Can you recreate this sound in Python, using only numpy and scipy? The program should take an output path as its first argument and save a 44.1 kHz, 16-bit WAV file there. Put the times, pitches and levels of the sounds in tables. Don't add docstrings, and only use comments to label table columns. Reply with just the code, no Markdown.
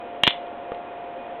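import sys
import numpy as np
from scipy import signal
from scipy.fft import rfft, irfft
from scipy.io import wavfile

SR = 44100
rng = np.random.default_rng(int(sys.argv[2]) if len(sys.argv) > 2 else 0)


def output_pcm(signal):
    pcm = np.clip(np.atleast_2d(signal).T, -1, 1) * 32767
    wavfile.write(sys.argv[1], SR, np.round(pcm).astype(np.int16))


N = 61739

# start in seconds, level in dB, pitch factor of the clack, level of the low thud in dB.
HANDLE_KNOCKS = [(0.2346, -13, 0.77, -13), (.2357, 5.5, .97, -5.5), (0.267, -15, 0.8, -37),
                 (0.2688, 1, 1.0, -22), (.2762, -0.5, 0.695, 1.5), (.2771, 4.5, 1.046, -11.5),
                 (0.2788, -5.5, .8, -21), (0.3065, -10, 1.03, -35)]
# frequency in Hz, relative level in dB, 60 dB decay in seconds.
CLACK_MODES = [(1082, -8.5, 0.0098), (1983, -12, 0.012), (2445, -5.5, 0.0079), (2940, -5, .014),
               (3240, -5, 0.013), (3710, -15, .009)]
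STEEL_MODES = [(1868, -50, 0.19), (2128, -39, 0.19), (2830, -42, .15), (2880, -31.5, 0.25), (2920, -30, .1),
               (3187, -28.5, 0.057), (3360, -39.5, 0.11), (3450, -31.5, 0.079)]
def handle_knocks():
    out = np.zeros(N)
    thud_s = .00035
    phase = np.arange(SR // 2) / SR / thud_s
    thud = -2 * phase * (2 - phase) * np.exp(-phase)
    for start, db, pitch, thud_db in HANDLE_KNOCKS:
        metal = strike(CLACK_MODES, pitch) + strike(STEEL_MODES)
        add(out, start, amp(db) * metal + amp(thud_db) * thud)
    return out


def strike(modes, pitch=1, contact_s=.00029):
    t = np.arange(SR // 2) / SR
    ring = sum(amp(db) * 1000 ** (-t / t60) * np.sin(2 * np.pi * hz * pitch * t) for hz, db, t60 in modes)
    return ring * np.minimum(t / contact_s, 1)


# start in seconds, level of the bump in dB, level of its metal tick in dB.
HAND_BUMPS = [(0.7194, -19.5, -36), (0.7476, -33, -33)]
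# frequency in Hz, relative level in dB, 60 dB decay in seconds.
DULL_MODES = [(494, 0, .04), (597, -6.5, .01), (1180, -3.5, .014), (1800, -19, .012)]
# start in seconds, level in dB.
PIVOT_RATTLES = [(0.428, -40.5), (0.4688, -37)]
def bumps_and_rattles():
    out = np.zeros(N)
    for start, db, tick_db in HAND_BUMPS:
        tick = amp(tick_db) * strike(CLACK_MODES, pitch=0.97)
        add(out, start, tick - amp(db) * strike(DULL_MODES))
    for start, db in PIVOT_RATTLES:
        add(out, start, amp(db) * strike(CLACK_MODES))
    return out


# delay in seconds, relative level in dB.
EARLY_REFLECTIONS = [(.0036, -20), (.0084, -22), (.0138, -19.5), (0.0203, -21)]
# frequency in Hz, reverberation time in seconds.
ROOM_DECAY = [(200, .15), (1000, .16), (2000, .27), (3200, .22), (4500, .2)]
# frequency in Hz, gain in dB.
ROOM_GAIN = [(100, -24), (600, -5), (1200, -11.5), (2000, -1), (3000, -1), (4200, 0.5)]
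def room(x, tail_db=-11.5, build_s=0.006):
    size = SR // 2
    hz, t, spectrum = signal.stft(rng.choice([-1., 1.], size), SR, nperseg=256)
    decay = 1000 ** (-t / read(ROOM_DECAY, hz)[:, None])
    tail = signal.istft(spectrum * decay, SR, nperseg=256)[1][:size]
    tail *= np.minimum(np.arange(size) / SR / build_s, 1) ** 2
    response = amp(tail_db) * tail / np.linalg.norm(tail)
    for delay, db in EARLY_REFLECTIONS:
        add(response, delay, amp([db]))
    return signal.fftconvolve(x, colour(response, ROOM_GAIN))[:N]


# frequency in Hz, rms level in dB, unsteadiness from 0 to 1.
FAN_TONES = [(233.9, -58, 0.2), (700.3, -37.5, .14), (532, -47, .8), (935, -56, 0.7), (1397, -59.5, .5),
             (1850, -63, 0.5), (2455, -57.5, 0.94)]
# frequency in Hz, relative spectral density in dB.
AIR_SPECTRUM = [(25, -17), (130, -14), (200, -11), (300, 0), (420, -2.5), (535, 5.5), (630, -0.5),
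                (780, 0.5), (1000, -5), (1300, -11.5), (2200, -15.5), (3300, -20), (4200, -33.5)]
def fan(air_db=-37.5, waver_hz=14):
    t, f = np.arange(N) / SR, np.fft.fftfreq(N, 1 / SR)
    out = amp(air_db) * unit(colour(rng.standard_normal(N), AIR_SPECTRUM))
    for hz, db, unsteady in FAN_TONES:
        real, imag = rng.standard_normal((2, N))
        waver = unit(np.fft.ifft((real + 1j * imag) / (1 + (f / waver_hz) ** 2)))
        tone = (1 - unsteady + unsteady * waver) * np.exp(2j * np.pi * hz * t)
        out += amp(db) * unit(tone.real)
    return out


def amp(db):
    return 10 ** (np.asarray(db) / 20)


def unit(x):
    return x / np.sqrt(np.mean(abs(x) ** 2) + 1e-20)


def read(points, hz):
    f, value = np.transpose(points)
    return np.interp(np.log(hz + 1), np.log(f + 1), value)


def colour(x, points):
    size = 2 * len(x)
    gain = amp(read(points, np.fft.rfftfreq(size, 1 / SR)))
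    return irfft(rfft(x, size) * gain, size)[:len(x)]


def add(mix, start, sound):
    part = mix[round(start * SR):][:len(sound)]
    part += sound[:len(part)]


def scene():
    knife = handle_knocks() + bumps_and_rattles()
    return (knife + room(knife) + fan())[None]


# frequency in Hz, gain in dB.
TREBLE_ROLLOFF = [(3500, -1), (3900, -3), (4250, -10.5), (4550, -34.5), (4900, -70.5)]
def record(dry):
    overload, bias, clip_level = 0.97, 0.13, .71
    saturated = overload * (np.tanh(dry[0] / overload + bias) - np.tanh(bias))
    clipped = np.clip(colour(saturated, TREBLE_ROLLOFF), -clip_level, clip_level)
    lowpass = signal.firwin(255, cutoff=16500, window=("kaiser", 9), fs=SR)
    return signal.oaconvolve(clipped, lowpass, "same")[None]


dry = scene()
out = record(dry)
output_pcm(out)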